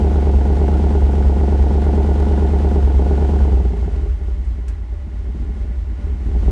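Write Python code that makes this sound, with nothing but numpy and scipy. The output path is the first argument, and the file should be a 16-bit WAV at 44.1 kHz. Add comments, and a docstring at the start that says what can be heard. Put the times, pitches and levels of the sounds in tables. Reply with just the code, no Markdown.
"""A V8 idles in a garage; one cylinder misfires now and then and thumps the exhaust.
The engine sags almost to a stall, a spark snaps at a loose plug lead, and the speed picks up again.
Each firing is a click that booms through the silencer's filter and barks through the pipes' resonances.
Around it lie pops, gas and a shell murmur, then filtered noise for the rush and the ticking valves,
a thin pulley tone that swells and fades, and the sparse echoes of the garage."""
import sys
import numpy as np
from scipy import signal
from scipy.fft import rfft, irfft, next_fast_len
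from scipy.io import wavfile
from scipy.ndimage import uniform_filter1d

SR = 44100
rng = np.random.default_rng(int(sys.argv[2]) if len(sys.argv) > 2 else 0)


def generate_wav(signal):
    """Clip the signal to [-1, 1] and save it as 16-bit WAV at the path in sys.argv[1]."""
    frames = np.transpose(np.atleast_2d(signal))
    scaled = np.clip(frames, -1, 1) * 32767
    pcm = np.round(scaled).astype(np.int16)
    wavfile.write(sys.argv[1], SR, pcm)


N = 287091
T = np.arange(N) / SR  # s

# Engine speed before the sag of each misfire: (time [s], speed [firings/s])
ENGINE_SPEED = [(0.0, 71.13), (0.68, 71.25), (1.08, 72.05), (2.33, 71.89), (2.69, 71.24), (3.47, 71.81),
                (3.7, 61.69), (3.93, 54.4), (4.17, 45.47), (4.35, 42.68), (4.59, 38.23), (4.96, 34.14),
                (5.26, 39.1), (5.62, 39.62), (5.84, 34.91), (6.24, 36.85), (6.51, 45.2)]
# Strength of combustion, starved in the stumble and hard as the engine pulls up: (time [s], effort [dB])
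COMBUSTION_EFFORT = [(0, 0.5), (3.45, 0), (3.75, -2.5), (4.03, 0), (4.13, -2), (4.6, -1), (5.05, -1.5),
                     (5.25, -1), (5.7, 0), (5.85, -0.5), (6.08, 3.5), (6.22, 2.5), (6.33, 5.5), (6.5, 6.5)]
# Cylinders in firing order: (puff lag [firings], puff size [ratio], crack lag [firings], crack level [dB],
# crack brightness [Hz], level of its echo in the pipe [dB], bank [0 left, 1 right])
CYLINDERS = [(.06, 1.06, -.1, 1.2, 172, 1.3, 0), (-.16, .38, -.123, 5.3, 2000, -27, 0),
             (.05, 1.49, .23, 13.1, 162, -12, 1), (-.12, 1.06, .231, 3.6, 726, -24, 1),
             (-.17, .98, .192, 13.6, 385, -29, 1), (.02, 1.34, -.016, .4, 159, -.5, 0),
             (-.19, 1.01, -.118, 4.8, 1100, -3.5, 0), (0, .64, .233, .7, 403, -25, 1)]
# Misfires of the weak cylinder; a negative share sucks gas back: (time [s], share of a full thump [ratio])
MISFIRES = [(.34, 1), (1.02, 1), (1.25, 1), (1.59, 1), (2.825, 1), (2.94, 1), (3.4, 1), (3.52, 1),
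            (3.65, .75), (3.93, .5), (4.09, 1), (4.47, 1), (4.685, .5), (4.92, -.5), (5.15, .5)]
# Firings that fail or burn hard in the stumble: (time [s], puff size [ratio])
STUMBLES = [(3.612, 0.75), (3.679, 1.0), (3.723, 1.0), (3.819, 1.0), (3.863, 1.25), (3.956, 1.0),
            (3.987, 0.5), (4.073, 1.5), (4.093, 2.0), (4.138, 0.75), (4.182, 0.4), (4.208, 1.5),
            (4.237, 1.25), (4.275, 0.8), (4.468, 2.0), (4.682, 1.5), (4.913, 1.5), (5.039, 1.0),
            (5.774, 1.25), (5.864, 1.25), (5.98, 0.75), (6.036, 1.5), (6.089, 1.25), (6.144, 0.75),
            (6.385, 1.0), (6.499, 1.25)]
# How a layer's level grows: (per dB of speed [dB/dB], per dB of effort [dB/dB])
BOOM_LAW = (1, 0.88)
BARK_LAW = (2.55, 1.05)
RUSH_LAW = (1.55, 0.56)
VALVE_LAW = (0.11, 0.46)

# Boom spectrum of the silencer: (frequency [Hz], gain [dB])
SILENCER_BOOM = [(15, -21), (30, -14), (42, 8), (52, 12), (61, 16.5), (70, 11.5), (80, 8.5), (95, -1.5),
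                 (120, -32.5), (160, -23)]
# Resonances of each bank's exhaust pipe: (frequency [Hz], width [Hz], gain [dB])
LEFT_PIPE = [(141, 110, 2.5), (199, 16.5, 18), (228.6, 23, 13), (339.3, 17.7, 9.5), (342.3, 57.6, 10.5),
             (432.3, 22, 5), (509.6, 17.2, 7), (637, 25, -6), (707.4, 23.7, 1.8), (803.4, 28, -2.7),
             (851, 41, -1.5), (995, 23, -9), (1098, 9.9, -15.5)]
RIGHT_PIPE = [(175.44, 16.04, 18.5), (175, 27.3, 15), (236.7, 21.4, 2.5), (260.8, 22, -0.8),
              (385.9, 15.3, 14.5), (391.4, 33.7, 14), (496, 21, -7), (618.5, 34, -2.5), (750, 6, -6),
              (794, 76, 2.5), (824, 98, -1), (910, 21, -5), (1113, 12, -15.5)]
# Thin ring of the tailpipe that both banks share: (frequency [Hz], width [Hz], gain [dB])
TAILPIPE = [(1449, 36, -12)]
# Bark level on top of what speed and effort give: (time [s], level [dB])
BARK_LEVEL = [(0, 1), (2.7, 1), (3.1, 1), (3.4, 1), (3.62, 1), (3.82, -4.5), (3.95, 1), (4.05, -4.5),
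              (4.15, -8), (4.9, -3), (5.3, -0.5), (5.6, -0.5), (5.85, -4), (6.1, -1.5), (6.3, -3.5),
              (6.44, -2), (6.5, -1.5)]
# Unburnt fuel popping in the pipe: (time [s], level [dB])
POPS = [(3.366, -7), (3.524, 2), (3.598, -11), (3.648, -0.5), (3.733, -2), (3.766, -3), (3.824, -1.5),
        (3.875, -2), (3.908, -12), (3.958, -7.5), (3.996, -12), (4.028, -8), (4.057, -5.5), (4.211, -11),
        (4.28, -8), (4.581, -13.5), (4.636, -13.5), (4.921, -15), (5.279, -16), (5.347, -14), (5.49, -9.5),
        (5.64, -14), (5.983, -16), (6.065, -12), (6.2, -15), (6.283, -8.5), (6.347, -6), (6.478, 2.5)]
# Ring of the whole exhaust after a pop: (frequency [Hz], width [Hz], gain [dB])
POP_RING = [(159, 9.6, 17), (246, 30, 0), (323, 14, 12.5), (404, 18, 17.5), (431, 82, 1.5), (530, 35, -1.5),
            (702, 78, -1), (793, 24, 4), (905, 60, -5.5)]
# Hiss of escaping gas: (frequency [Hz], density [dB per Hz])
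GAS_HISS = [(500, -26.5), (1100, -2), (1450, 9), (2000, -4.5), (3000, -5), (5000, -11.5), (10000, -22)]
# Modes of the silencer's shell: (frequency [Hz], width [Hz], gain [dB])
SILENCER_SHELL = [(112, 16, 3.5), (165.2, 18, -1), (195, 33, -5), (231, 22, 1), (317, 18, -6)]
# Level of the shell's murmur: (time [s], level [dB])
MURMUR_LEVEL = [(3.5, -44), (4.0, -39), (4.25, -47), (4.45, -37.5), (4.7, -47), (4.95, -52), (5.1, -42),
                (5.3, -35.5), (5.5, -34.5), (5.68, -41), (5.88, -44), (6.1, -39.5), (6.3, -34.5),
                (6.5, -33)]

# Sparks at the plug lead: (time [s], level [dB], centre of the sizzle [Hz])
SPARKS = [(4.448, -50, 7000), (4.6805, -39.5, 3020), (4.683, -42, 9000), (4.687, -46, 6500)]
# Tone of the snaps in the engine bay: (frequency [Hz], gain [dB])
SPARK_TONE = [(500, -4), (1100, -8), (1550, 4.0), (2200, -5.5), (3000, -9), (8000, -9.5), (11000, -17)]
# Ring of the engine block and covers: (frequency [Hz], width [Hz], gain [dB])
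ENGINE_BLOCK = [(141, 59, -4), (175, 6.3, 4), (233, 14, 5), (335, 66, 7), (415, 12, 8), (583.7, 13.3, 7.5),
                (816, 32, 1), (1030, 190, -14.5), (1434, 42, -4.5), (1740, 55, -6.5), (1928, 63, -6),
                (2134, 132, -8.5), (3130, 130, -20.5)]
# Rush of fan and belts: (frequency [Hz], density [dB per Hz])
AIR_RUSH = [(100, 13), (400, 18.5), (1000, 18.5), (1700, 7.5), (2200, 8.5), (2900, 8.5), (3500, 5.5),
            (5000, 1.5), (7000, -1.5), (9000, -5), (11000, -13.5)]
# Decay of the garage: (frequency [Hz], time to fall by 60 dB [s])
GARAGE_DECAY = [(100, 0.72), (1000, 0.74), (4000, 0.032), (10000, 0.031)]

IDLE_HZ, START_FIRINGS = 71, .97  # smooth idle in firings per second; crank position at the start
# A lost power stroke slows the crank, starting just before its thump leaves the exhaust.
SAG_SHARE, SAG_S, SAG_LEAD_S = .04, .08, .06
WEAK_CYLINDER, THUMP_SIZE = 1, 2.15  # row of CYLINDERS; puff size of a full thump
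ECHO_S = .00672  # round trip of a crack to the silencer and back
WHINE_PER_FIRING = 27.27  # cycles of the pulley tone in one firing
EDGE_HZ = 11300  # upper band edge of the recorder


def gain_of(db):
    """Amplitude ratio of a level in dB."""
    return 10 ** (np.asarray(db) / 20)


def evened(x):
    """Scales x to an RMS of one."""
    return x / np.sqrt(np.mean(x ** 2) + 1e-20)


def read(points, hz):
    """A spectrum table on a log-frequency axis."""
    f, value = np.transpose(points)
    return np.interp(np.log(hz + 1), np.log(f), value)


def curve(rows, s):
    """A table of (time, value) at the times s."""
    return np.interp(s, *np.transpose(rows))


def clicks(times, sizes):
    """A train of single-sample clicks."""
    places = np.clip(np.round(times * SR), 0, N).astype(int)
    return np.bincount(places, sizes, N + 1)[:N]


def coloured(x, points, top_hz=SR):
    """Causal filter with the given spectrum, rolled off steeply above top_hz."""
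    size = 2 * next_fast_len(N // 2 + SR // 2)
    hz = np.fft.rfftfreq(size, 1 / SR)
    log_gain = np.log(gain_of(read(points, hz)))
    # the Hilbert transform of the log gain gives the minimum phase
    mirrored = np.r_[log_gain, log_gain[-2:0:-1]]
    response = np.exp(np.conj(signal.hilbert(mirrored)))[:len(hz)]
    roll_off = 1 + (hz / top_hz) ** 10
    return irfft(rfft(x, size) * response / roll_off, size)[:N]


def ring(x, modes):
    """Passes x through a set of damped resonances; neighbours swing in opposite senses."""
    t = T[:SR // 4]
    response = np.zeros(len(t))
    for k, (hz, width, db) in enumerate(modes):
        decay = np.exp(-np.pi * width * t)
        response += (-1) ** k * gain_of(db) * width * decay * np.sin(2 * np.pi * hz * t)
    return signal.oaconvolve(x, response)[:N]


def speed():
    """Firings per second: the crank sags after each misfire and recovers."""
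    since = [np.maximum(T - s + SAG_LEAD_S, 0) / SAG_S for s, _ in MISFIRES]
    sag = sum(u * np.exp(1 - u) for u in since)
    return curve(ENGINE_SPEED, T) * (1 - SAG_SHARE * sag)


def crank():
    """Position of the crankshaft, counted in firings."""
    return START_FIRINGS + np.cumsum(speed()) / SR


def loudness(turn, law):
    """Level of a layer against the smooth idle, in dB, from speed and effort."""
    per_speed, per_effort = law
    speed_db = 20 * np.log10(np.gradient(turn) * SR / IDLE_HZ)
    return per_speed * speed_db + per_effort * curve(COMBUSTION_EFFORT, T)


def firings(turn):
    """Number of each firing, then its cylinder's columns."""
    number = np.arange(1, int(turn[-1]) + 1)
    return number, *np.array(CYLINDERS)[number % len(CYLINDERS)].T


def boom(turn, level_db=29.5, top_hz=125):
    """Each cylinder puffs into the silencer; when the weak one misfires, its small puff becomes a thump."""
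    number, lag, size, *_ = firings(turn)
    times = np.interp(number + lag, turn, T)
    weak = np.flatnonzero(number % len(CYLINDERS) == WEAK_CYLINDER)
    for s, share in MISFIRES:
        size[weak[np.argmin(abs(times[weak] - s))]] = share * THUMP_SIZE
    # a stumble takes over the nearest firing, in time and in size
    for s, puff in STUMBLES:
        nearest = np.argmin(abs(times - s))
        times[nearest], size[nearest] = s, puff
    push = gain_of(np.interp(times, T, loudness(turn, BOOM_LAW)))
    return gain_of(level_db) * coloured(clicks(times, size * push), SILENCER_BOOM, top_hz)


def bark(turn, level_db=-63, slack_s=0.023, slack_db=-6, gas_db=-43, gas_s=0.017, soft_hz=450,
         sharp_at_db=-3, softening=0.81, round_db=-14, round_hz=260, uneven_db=1.0, low_hz=100, top_hz=1750):
    """Each pulse's sharp front, echo and spit of gas ring its bank's pipe; the uneven order makes the lope."""
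    number, _, _, lag, crack_db, *_ = firings(turn)
    times = np.interp(number + lag, turn, T)
    # a misfire leaves the pipe slack, so the next few cracks are weaker
    slack = sum(np.exp(-((times - s - slack_s) / slack_s) ** 2) for s, _ in MISFIRES)
    uneven = uneven_db * rng.standard_normal(len(number))
    sizes = gain_of(crack_db + slack_db * slack + uneven)
    gas_decay = np.exp(-T[:SR // 20] / gas_s)
    banks = np.zeros((2, N))
    for k, (*_, bright_hz, echo_db, bank) in enumerate(CYLINDERS):
        own = sizes * (number % len(CYLINDERS) == k)
        fronts = clicks(times, own) + clicks(times + ECHO_S, own * gain_of(echo_db))
        gas = signal.oaconvolve(fronts, gas_decay)[:N] * rng.standard_normal(N)
        pulse = fronts + gain_of(gas_db) * gas
        banks[int(bank)] += signal.lfilter(*signal.butter(1, bright_hz, fs=SR), pulse)
    pipe = ring(banks[0], LEFT_PIPE) + ring(banks[1], RIGHT_PIPE) + ring(banks.sum(0), TAILPIPE)
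    # weak combustion makes rounder fronts, and so a duller, fuller bark
    bark_db = loudness(turn, BARK_LAW) + curve(BARK_LEVEL, T)
    sharp = np.minimum(gain_of(softening * (bark_db - sharp_at_db)), 1)
    dull = signal.sosfiltfilt(signal.butter(2, soft_hz, fs=SR, output="sos"), pipe)
    body = gain_of(round_db) * signal.sosfiltfilt(signal.butter(2, round_hz, fs=SR, output="sos"), pipe)
    blend = dull + (1 - sharp) * body + sharp * (pipe - dull)
    band = signal.butter(4, [low_hz, top_hz], "bandpass", fs=SR, output="sos")
    return signal.sosfiltfilt(band, gain_of(level_db + bark_db) * blend)


def pops(level_db=-63, bright_hz=900, brightening=0.29):
    """Late burns knock the exhaust; the harder the pop, the brighter."""
    fronts = np.zeros(N)
    for s, db in POPS:
        knock = clicks(np.array([s]), [gain_of(db)]) + 1e-18  # tiny offset keeps the filter off denormals
        edge_hz = bright_hz * gain_of(brightening * db)
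        fronts += signal.lfilter(*signal.butter(1, edge_hz, fs=SR), knock)
    return gain_of(level_db) * ring(fronts, POP_RING)


def spit(turn, level_db=-52, spit_s=0.0054, uneven_db=3):
    """Every stroke forces out a short, gritty spit of gas, which sinks away at low speed."""
    number, _, _, lag, *_ = firings(turn)
    sizes = gain_of(uneven_db * rng.standard_normal(len(number)))
    strokes = clicks(np.interp(number + lag, turn, T), sizes)
    gas = signal.oaconvolve(strokes, np.exp(-T[:SR // 20] / spit_s))[:N] * rng.standard_normal(N)
    return evened(coloured(gas, GAS_HISS)) * gain_of(level_db + loudness(turn, BARK_LAW))


def murmur(turn, uneven_db=4.0):
    """Each puff shakes the modes of the silencer's shell: a soft murmur that swells and dips."""
    number, lag, size, *_ = firings(turn)
    uneven = gain_of(uneven_db * rng.standard_normal(len(number)))
    knocks = clicks(np.interp(number + lag, turn, T), size * uneven)
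    return gain_of(curve(MURMUR_LEVEL, T)) * evened(ring(knocks, SILENCER_SHELL))


def sparks(rise_s=0.0007, snap_s=0.015, crack_s=0.0014, crack_db=7, grain_db=4, sizzle_db=2):
    """Dry snaps of gritty noise with a resonant sizzle, a fast crack and a slower fade."""
    t, out = T[:SR // 8], np.zeros(N)
    decay = np.exp(-t / snap_s) + gain_of(crack_db) * np.exp(-t / crack_s)
    fade = (1 - np.exp(-t / rise_s)) * decay
    for s, db, hz in SPARKS:
        grain = gain_of(grain_db * rng.standard_normal(len(t)))
        grit = evened(rng.standard_normal(len(t)) * grain)
        sizzle = signal.lfilter(*signal.iirpeak(hz, 2, fs=SR), grit)
        out[round(s * SR):][:len(t)] += gain_of(db) * fade * (grit + gain_of(sizzle_db) * sizzle)
    return coloured(out, SPARK_TONE)


def valves(turn, level_db=-43, uneven_db=3, rattle_s=0.022, steady=0.84):
    """Two valves seat in each firing and rattle the block, over a steady bed of noise through its ring."""
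    times = np.interp(np.arange(1, turn[-1], .5), turn, T)
    taps = clicks(times, gain_of(uneven_db * rng.standard_normal(len(times))))
    rattle = steady + signal.oaconvolve(taps, np.exp(-T[:SR // 20] / rattle_s))[:N]
    ticking = evened(ring(rattle * rng.standard_normal(N), ENGINE_BLOCK))
    return ticking * gain_of(level_db + loudness(turn, VALVE_LAW))


def whine(turn, level_db=-58, waver_db=2, swell_db=7, swell_at_s=2.14, swell_s=0.19, end_s=2.8, release_s=.12):
    """A thin tone from a belt-driven pulley, locked to the crank: it wavers, swells once and dies away."""
    waver = evened(uniform_filter1d(rng.standard_normal(N), SR // 12))
    swell = np.exp(-((T - swell_at_s) / swell_s) ** 2)
    release = np.exp(-np.maximum(T - end_s, 0) / release_s)
    level = release * gain_of(level_db + swell_db * swell + waver_db * waver)
    return level * np.sin(2 * np.pi * WHINE_PER_FIRING * turn)


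def rush(turn, level_db=-42.5, surge_db=1.0):
    """Air from fan and belts: coloured noise, surging once in each engine cycle."""
    surge = np.sin(2 * np.pi * turn / len(CYLINDERS))
    air = evened(coloured(rng.standard_normal(N), AIR_RUSH))
    return air * gain_of(level_db + loudness(turn, RUSH_LAW) + surge_db * surge)


def garage(x, first_s=0.00522, spacing=20):
    """Sparse reflections of random sign, each band dying at its own speed; spacing in samples."""
    count = SR // 40
    times = (np.arange(count) + rng.random(count)) * spacing / SR + first_s
    taps = clicks(times, rng.choice([-1., 1.], count))[:SR // 2]
    hz, t, z = signal.stft(taps, SR, nperseg=256)
    decay = gain_of(-60 * t / read(GARAGE_DECAY, hz)[:, None])
    tail = signal.istft(z * decay, SR, nperseg=256)[1]
    return signal.oaconvolve(x, tail / np.linalg.norm(tail))[:N]


def scene(pipe_room_db=-21, spark_room_db=-7):
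    """Exhaust and engine bay, with the pipe and the sparks echoing in the garage."""
    turn = crank()
    pipe = bark(turn) + pops()
    snaps = sparks()
    exhaust = boom(turn) + pipe + spit(turn) + murmur(turn)
    engine_bay = snaps + valves(turn) + whine(turn) + rush(turn)
    room = garage(gain_of(pipe_room_db) * pipe + gain_of(spark_room_db) * snaps)
    return (exhaust + engine_bay + room)[None]


def record(dry, low_hz=14):
    """The recorder's band limits."""
    high_pass = signal.butter(2, low_hz, "high", fs=SR, output="sos")
    dry = signal.sosfiltfilt(high_pass, dry, padtype="even", padlen=SR // 4)
    low_pass = signal.firwin(255, EDGE_HZ, window=("kaiser", 9), fs=SR)
    return signal.oaconvolve(dry, low_pass[None], "same")


dry = scene()
out = record(dry)
generate_wav(out)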